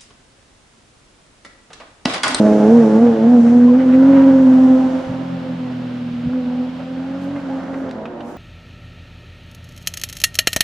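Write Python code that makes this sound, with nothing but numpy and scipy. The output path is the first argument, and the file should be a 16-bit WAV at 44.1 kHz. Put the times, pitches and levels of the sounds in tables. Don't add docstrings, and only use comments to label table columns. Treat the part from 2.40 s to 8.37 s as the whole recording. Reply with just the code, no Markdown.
import sys
import numpy as np
from scipy import signal
from scipy.fft import rfft, irfft, next_fast_len
from scipy.io import wavfile
from scipy.ndimage import uniform_filter1d, minimum_filter1d

SR = 44100
rng = np.random.default_rng(int(sys.argv[2]) if len(sys.argv) > 2 else 0)


def digitize_waveform(pressure):
    field = np.atleast_2d(pressure).T
    bounded = np.clip(field, -1, 1)
    quanta = np.round(bounded * 32767).astype(np.int16)
    wavfile.write(sys.argv[1], SR, quanta)


N = 263277
T = np.arange(N) / SR

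# (frequency [Hz], relative density [dB])
RUMBLE_SPECTRUM = [(20, -7.5), (35, 1.5), (60, 3), (100, -2), (300, -24), (2000, -57)]
SWISH_SPECTRUM = [(1000, -23.5), (4000, -2), (6500, 3), (9000, -4), (11000, -4.5), (13000, -9),
                  (16000, -12.5)]
GAS_SPECTRUM = [(25, -19), (55, -12.5), (85, 3.5), (130, 3), (260, 18), (400, 3), (560, 11), (900, 0.5),
                (1150, 0.5), (1500, 1), (2000, -7.5), (2500, -16.5), (4500, -24.5), (8000, -47),
                (15000, -54)]
TYRE_SPECTRUM = [(30, -4.5), (200, 1.5), (1000, -0.5), (1500, -4), (2200, -0.5), (3000, 0), (4000, -6),
                 (5000, -10), (6000, -22.5), (8000, -28), (16000, -39)]
GRIT_SPECTRUM = [(1000, -22), (4000, -6), (5100, -3.5), (5450, 1), (5750, 0), (6000, -0.5), (7200, -4),
                 (8200, -9.5), (9800, -12.5), (11000, -18.5), (13000, -27.5), (16000, -35)]
SCRUB_SPECTRUM = [(300, -22.5), (900, 0.5), (1400, 4), (2100, 2.5), (3200, -7), (4500, -21), (8000, -30),
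                  (15000, -49.5)]
# (frequency [Hz], gain [dB])
ECHO_EQ = [(40, -21.5), (250, -16.5), (600, 6), (1500, 10.5), (4000, 11), (12000, -9.5)]
BALANCE_EQ = [(100, 0.5), (280, 0.77), (550, 3), (1000, 1.5), (2000, 1.8), (4000, 1), (9000, 0)]
# (time [s], level [dB], half length [s])
AIR_SWISHES = [(4.84, -59, .036), (5.39, -63, .04), (5.902, -57.5, .06)]
TYRE_SCRUBS = [(1.083, -40, 0.036), (1.415, -36.5, 0.03), (1.542, -34.5, .025), (1.78, -35, 0.076)]
# (time [s], firing rate [Hz], level [dB])
FAR_ENGINE = [(4.8, 210, -77.5), (5.45, 220.4, -37.5), (5.62, 215, -30.5), (5.72, 231, -39),
              (5.82, 232.7, -33.5), (5.97, 231.6, -40)]
# (multiple of half the firing rate, relative level [dB])
FAR_ENGINE_ORDERS = [(2, 1), (4, -8.5), (5, -4), (6, -3), (7, -12.5), (8, -9.5), (9, -13.5)]
# (time [s], pitch [Hz], level [dB])
SINKING_TONE = [(5.1, 510, -74), (5.45, 448.4, -54), (5.6, 415, -50), (5.72, 360.5, -37.5),
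                (5.9, 312.7, -37.5), (5.97, 305, -62)]
# (time [s], level [dB], resonance [Hz], t60 of the snap [s])
FAR_CRACKS = [(4.962, -31.5, 2050, 0.077), (5.342, -31, 1850, 0.04), (5.492, -37.5, 3200, 0.031),
              (5.511, -30.5, 4140, 0.013), (5.655, -30, 2580, 0.058), (5.806, -32.5, 2950, 0.035)]
# (multiple of the resonance, relative density [dB])
CRACK_SPECTRUM = [(.04, -10), (.2, 4), (.47, 5.5), (.75, -4), (1, 2.5), (1.35, -9), (2, -22), (3.5, -36),
                  (8, -70)]
# (time [s], level [dB], pitch [Hz], half length [s])
TYRE_CHIRPS = [(1.29, -31, 1010, 0.021), (1.79, -31.5, 966, 0.14), (5.123, -31, 839, 0.019)]
# (time [s], exhaust gas [dB], tyre roar [dB], flung grit [dB])
RUSH_LEVELS = [(0, -24.5, -42, -45), (.55, -26.5, -45.5, -49.5), (.82, -32.5, -44.5, -55),
               (1.08, -30.5, -48.5, -49.5), (1.3, -31.5, -45, -56.5), (1.75, -26, -44, -53.5),
               (2.25, -30.5, -44.5, -52.5), (2.58, -31.5, -43.5, -54.5), (2.8, -36, -44.5, -60.5),
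               (3.7, -38, -45, -62.5), (4.6, -37, -46.5, -61.5), (5.13, -31.5, -48, -59),
               (5.42, -32.5, -54, -60), (5.72, -40, -57, -68), (5.97, -37.5, -59, -61)]
# (time [s], level [dB], pipe pitch [Hz])
EXHAUST_THUDS = [(2.673, -26.5, 105), (2.7, -18.5, 151.4), (2.717, -24, 124), (3.861, -19, 148),
                 (3.872, -15, 152), (3.886, -17.5, 132.5)]
# (time [s], firing rate [Hz])
BASE_REVS = [(0, 213.2), (.24, 208.8), (.52, 212.5), (.81, 220.1), (1.04, 232.6), (1.52, 256.2), (1.7, 273),
             (1.98, 265.3), (2.07, 258.1), (2.86, 261), (3.82, 240.5), (4.15, 248.8), (4.65, 263.2),
             (4.78, 274), (5.11, 265.1), (5.43, 269.2), (5.61, 240.7), (5.97, 243.6)]
# (time [s], half length [s], firing rate rise [Hz], bark change [dB])
THROTTLE_FLARES = [(0.366, 0.08, 26.3, 7), (0.651, 0.078, 22.2, 5), (0.922, 0.065, 20, -3.5),
                   (1.15, 0.0572, 4.8, -2.5), (1.402, 0.0452, 11.36, 0), (3.95, 0.0658, 12.12, -0.5),
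                   (4.951, .08, 13.8, -2.5)]
# (time [s], half length [s], drop [dB])
THROTTLE_LIFTS = [(0.489, .045, 6), (0.769, 0.046, 14), (1.052, .07, 2.5), (1.382, 0.04, 6),
                  (1.464, 0.064, 5), (2.501, .018, 4.5), (2.641, 0.043, 15), (4.338, 0.047, 7.5),
                  (4.453, 0.052, 8), (5.007, 0.019, 11.5), (5.264, 0.021, 8)]
OCTAVE_DIPS = [(1.621, 0.065, 4.5), (1.827, 0.017, 6.5), (2.168, 0.049, 10.5), (2.427, .04, 13),
               (4.302, .06, 11), (4.636, .04, 10)]
# (time [s], boom [dB], bark [dB], rasp [dB], lope [dB])
EXHAUST_LEVELS = [(0, -12, -24, -28, -34), (.22, -13.5, -22.5, -23.5, -32), (.36, -8.5, -18, -25.5, -25),
                  (.62, -10, -20, -27.5, -35), (.87, -9, -19, -31, -32.5), (1.25, -6.5, -22, -35, -36),
                  (1.78, -7.5, -20.5, -37, -27.5), (2.26, -7.5, -24.5, -32, -34),
                  (2.56, -17, -28.5, -33.5, -35.5), (2.92, -23, -33.5, -41.5, -29),
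                  (3.7, -19, -45, -55, -34), (4.12, -20.5, -34, -39.5, -37.5),
                  (4.55, -24.5, -37, -47.5, -34.5), (4.95, -25.5, -36.5, -40.5, -31.5),
                  (5.46, -27.5, -35, -44.5, -42), (5.6, -44, -43.5, -42, -42), (5.97, -40, -46, -40.5, -45)]
# (time [s], base level [dB])
GROWL_LEVELS = [(0, -37.5), (1.4, -32), (3, -42.5), (5.1, -52), (5.4, -40), (5.97, -37.5)]
HOWL_LEVELS = [(.13, -21.5), (.22, -34), (.95, -31), (1.45, -42), (1.85, -35), (2.08, -43), (2.38, -35.5),
               (3.3, -56), (5.3, -49)]
# (multiple of the cycle rate, relative level [dB])
LOPE_ORDERS = [(1, -27), (2, -21.5), (3, -1.5), (4, 4.5), (5, -5)]
GROWL_ORDERS = [(7, -1), (8, -4.5), (9, -4.5), (10, -9.5), (11, -17.5)]
RASP_ORDERS = [(13, 1.5), (14, -4.5), (15, -2.5), (16, -10.5), (17, -15), (18, -1.5), (19, -4.5),
               (20, -6.5), (21, -5.5), (22, -14), (23, -9.5), (24, -5.5), (27, -11), (30, -11)]
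THROATY_ORDERS = [(8, -5.5), (9, 7), (15, 2.5), (21, -28), (24, -7)]

COAST_S, LATE_BURBLE_S = (2.66, 3.865), (4.78, 5.0)


def undb(db):
    return 10 ** (np.asarray(db) / 20)


def unit(x):
    return x / np.sqrt(np.mean(x ** 2))


def curves(table):
    times_s, *columns = np.transpose(table)
    return [np.interp(T, times_s, column) for column in columns]


def swell(at_s, half_s):
    return np.exp(-((T - at_s) / half_s) ** 2)


def during(start_s, end_s, edge_s=0.05):
    return (np.tanh((T - start_s) / edge_s) - np.tanh((T - end_s) / edge_s)) / 2


def colour(x, points):
    hz, db = np.transpose(points)
    size = next_fast_len(x.shape[-1] + 4096)
    bins_hz = np.maximum(np.arange(size // 2 + 1) * SR / size, 1)
    gain = undb(np.interp(np.log(bins_hz), np.log(hz), db))
    return irfft(rfft(x, size) * gain, size)[..., :x.shape[-1]]


def walk(rate_hz):
    knots = rng.standard_normal(2048)
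    drift = np.interp(T * rate_hz, np.arange(len(knots)), knots)
    return unit(uniform_filter1d(drift, max(int(SR / rate_hz / 2), 1)))


def stereo_noise(spectrum, width, envelope=1):
    mid, side = rng.standard_normal((2, N))
    white = np.array([mid + width * side, mid - width * side])
    return unit(colour(white * envelope, spectrum))


def orders(phase, table, flutter, rate_hz):
    out = 0
    for order, db in table:
        angle = round(order) * phase + rng.uniform(0, 2 * np.pi)
        in_phase = (1 + flutter * walk(rate_hz)) * np.cos(angle)
        quadrature = flutter * walk(rate_hz) * np.sin(angle)
        out = out + undb(db) * (in_phase + quadrature)
    return unit(out)


def open_air():
    rumble = undb(-57.5 + 1.5 * walk(1.7)) * stereo_noise(RUMBLE_SPECTRUM, width=.2)
    swish = stereo_noise(SWISH_SPECTRUM, width=.7)
    return rumble + swish * sum(undb(db) * swell(s, half_s) for s, db, half_s in AIR_SWISHES)


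def forest_echo(x, t60_s, send_db, length_s=1.5, build_s=0.05):
    age_s = T[:int(length_s * SR)]
    envelope = np.exp(-np.log(1000) * age_s / t60_s) * (1 - np.exp(-age_s / build_s))
    tail = rng.standard_normal((2, len(age_s))) * envelope
    tail = colour(tail / np.sqrt(np.sum(tail[0] ** 2)), ECHO_EQ)
    return undb(send_db) * signal.fftconvolve(x[None], tail, axes=1)[:, :N]


def sinking_tone():
    hz, db = curves(SINKING_TONE)
    return undb(db) * orders(2 * np.pi * np.cumsum(hz) / SR, [(1, 0)], flutter=0.33, rate_hz=12)


def far_engine():
    firing_hz, db = curves(FAR_ENGINE)
    phase = np.pi * np.cumsum(firing_hz) / SR
    return undb(db) * orders(phase, FAR_ENGINE_ORDERS, flutter=0.19, rate_hz=18)


def far_cracks():
    out = np.zeros(N)
    age_s = T[:SR // 7]
    lead_samples = 64
    for s, db, hz, t60_s in FAR_CRACKS:
        fade = np.exp(-np.log(1000) * age_s / t60_s) + undb(-21) * np.exp(-age_s / 0.042)
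        burst = np.pad(fade * rng.standard_normal(len(age_s)), (lead_samples, 0))
        snap = unit(colour(burst, [(ratio * hz, gain_db) for ratio, gain_db in CRACK_SPECTRUM]))
        snap *= undb(db) * np.sqrt(np.mean(fade ** 2))
        start = int(s * SR) - lead_samples
        out[start:start + len(snap)] += snap[:N - start]
    return out


def tyre_chirps():
    return sum(
        undb(db) * swell(s, half_s) * orders(2 * np.pi * hz * T, [(1, 0)], flutter=1.0, rate_hz=120)
        for s, db, hz, half_s in TYRE_CHIRPS)


def tyres(roar_db, grit_db):
    roar = stereo_noise(TYRE_SPECTRUM, width=0.47, envelope=undb(0.41 * walk(300) + .5 * walk(8.3)))
    grit = stereo_noise(GRIT_SPECTRUM, width=0.68, envelope=undb(0.8 * walk(700)))
    scrub = stereo_noise(SCRUB_SPECTRUM, width=0.61, envelope=undb(1.5 * walk(250)))
    bites = sum(undb(db) * swell(s, half_s) for s, db, half_s in TYRE_SCRUBS)
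    return roar * undb(roar_db) + grit * undb(grit_db) + scrub * bites


def exhaust_gas(phase, level_db):
    puffs = (1 + 0.21 * np.cos(6 * phase) + 0.019 * np.cos(phase)) * undb(1.43 * walk(60))
    return undb(level_db) * stereo_noise(GAS_SPECTRUM, width=0.26, envelope=puffs)


def exhaust_thuds():
    return sum(undb(db) * np.sin(2 * np.pi * hz * (T - s)) * swell(s, half_s=.005)
               for s, db, hz in EXHAUST_THUDS)


def burble(phase, boom_db):
    gain = undb(-35.5) * during(*COAST_S) + undb(-37.5) * during(*LATE_BURBLE_S) + undb(boom_db - 27)
    return gain * orders(phase, [(3, 0)], flutter=0.043, rate_hz=22)


def throb(phase, firing_hz, boom_db, floor_db=-56.5, rise_db_per_hz=0.34):
    loaded_db = -37.5 + 0.68 * boom_db + rise_db_per_hz * (firing_hz - 263.3)
    return (undb(floor_db) + undb(loaded_db)) * orders(phase, [(2, 0)], flutter=0.2, rate_hz=50)


def throat(phase, firing_hz, knee_hz=224, fall_db_per_hz=4.1, fade_db_per_s=7.5):
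    db = -17.5 - fade_db_per_s * T - fall_db_per_hz * np.maximum(firing_hz - knee_hz, 0)
    return undb(db) * orders(phase, THROATY_ORDERS, flutter=0.05, rate_hz=14)


def throttle():
    flare_hz = sum(rise_hz * swell(s, half_s) for s, half_s, rise_hz, _ in THROTTLE_FLARES)
    flare_db = sum(db * swell(s, half_s) for s, half_s, _, db in THROTTLE_FLARES)
    lift_db = sum(db * swell(s, half_s) for s, half_s, db in THROTTLE_LIFTS)
    coasting = during(*COAST_S)
    boom_shift_db = 0.075 * flare_hz - lift_db - 5 * coasting
    bark_shift_db = flare_db - .45 * lift_db - 3.5 * coasting
    return flare_hz, boom_shift_db, bark_shift_db


def engine(phase, firing_hz, boom_shift_db, bark_shift_db):
    boom_db, bark_db, rasp_db, lope_db = curves(EXHAUST_LEVELS)
    dips_db = sum(db * swell(s, half_s) for s, half_s, db in OCTAVE_DIPS)
    boom_db += boom_shift_db
    bark_db += bark_shift_db + 1.5 * walk(24) - dips_db
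    rasp_db += 0.3 * boom_shift_db
    growl_db = curves(GROWL_LEVELS)[0] + 0.3 * boom_shift_db
    howl_db = curves(HOWL_LEVELS)[0] + 0.57 * bark_shift_db
    slack = np.clip((-1 - boom_db) / 12, 0, 1)
    surge_db = 0.9 * slack * walk(38)
    boom = undb(boom_db + surge_db) * orders(phase, [(6, 0)], flutter=.05 + .1 * slack, rate_hz=55)
    bark = undb(bark_db) * orders(phase, [(12, 0)], flutter=.2 + .2 * slack, rate_hz=40)
    howl = undb(howl_db) * orders(phase, [(18, 0)], flutter=.4, rate_hz=35)
    note = boom + bark + howl + throat(phase, firing_hz)
    lope = undb(lope_db) * orders(phase, LOPE_ORDERS, flutter=0.34, rate_hz=28)
    growl = undb(growl_db) * orders(phase, GROWL_ORDERS, flutter=0.48, rate_hz=35)
    rasp = undb(rasp_db) * orders(phase, RASP_ORDERS, flutter=0.9, rate_hz=32)
    return note + lope + growl + rasp + throb(phase, firing_hz, boom_db) + burble(phase, boom_db)


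def scene():
    flare_hz, boom_shift_db, bark_shift_db = throttle()
    firing_hz = curves(BASE_REVS)[0] + flare_hz
    cycle_hz = uniform_filter1d(firing_hz, SR // 40) / 6
    phase = 2 * np.pi * np.cumsum(cycle_hz) / SR
    direct = engine(phase, firing_hz, boom_shift_db, bark_shift_db) + exhaust_thuds()
    direct += far_cracks() + tyre_chirps() + far_engine() + sinking_tone()
    gas_db, roar_db, grit_db = curves(RUSH_LEVELS)
    rush = exhaust_gas(phase, gas_db) + tyres(roar_db, grit_db)
    echo = forest_echo(direct + rush.mean(axis=0), t60_s=5.2, send_db=-16.5)
    left, right = direct + rush + echo + open_air()
    left = colour(left, [(hz, -db / 2) for hz, db in BALANCE_EQ])
    right = colour(right, [(hz, db / 2) for hz, db in BALANCE_EQ])
    return np.array([left, right])


def record(dry):
    hold_samples, cutoff_hz = SR // 100, 15700
    needed_gain = 1 / np.maximum(np.abs(dry).max(axis=0), 1)
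    gain = uniform_filter1d(minimum_filter1d(needed_gain, 2 * hold_samples), hold_samples)
    fade_in = np.minimum(T / .001, 1)
    lowpass = signal.ellip(8, .1, 70, cutoff_hz, fs=SR, output="sos")
    return signal.sosfilt(lowpass, dry * gain * fade_in)


dry = scene()
out = record(dry)
digitize_waveform(out)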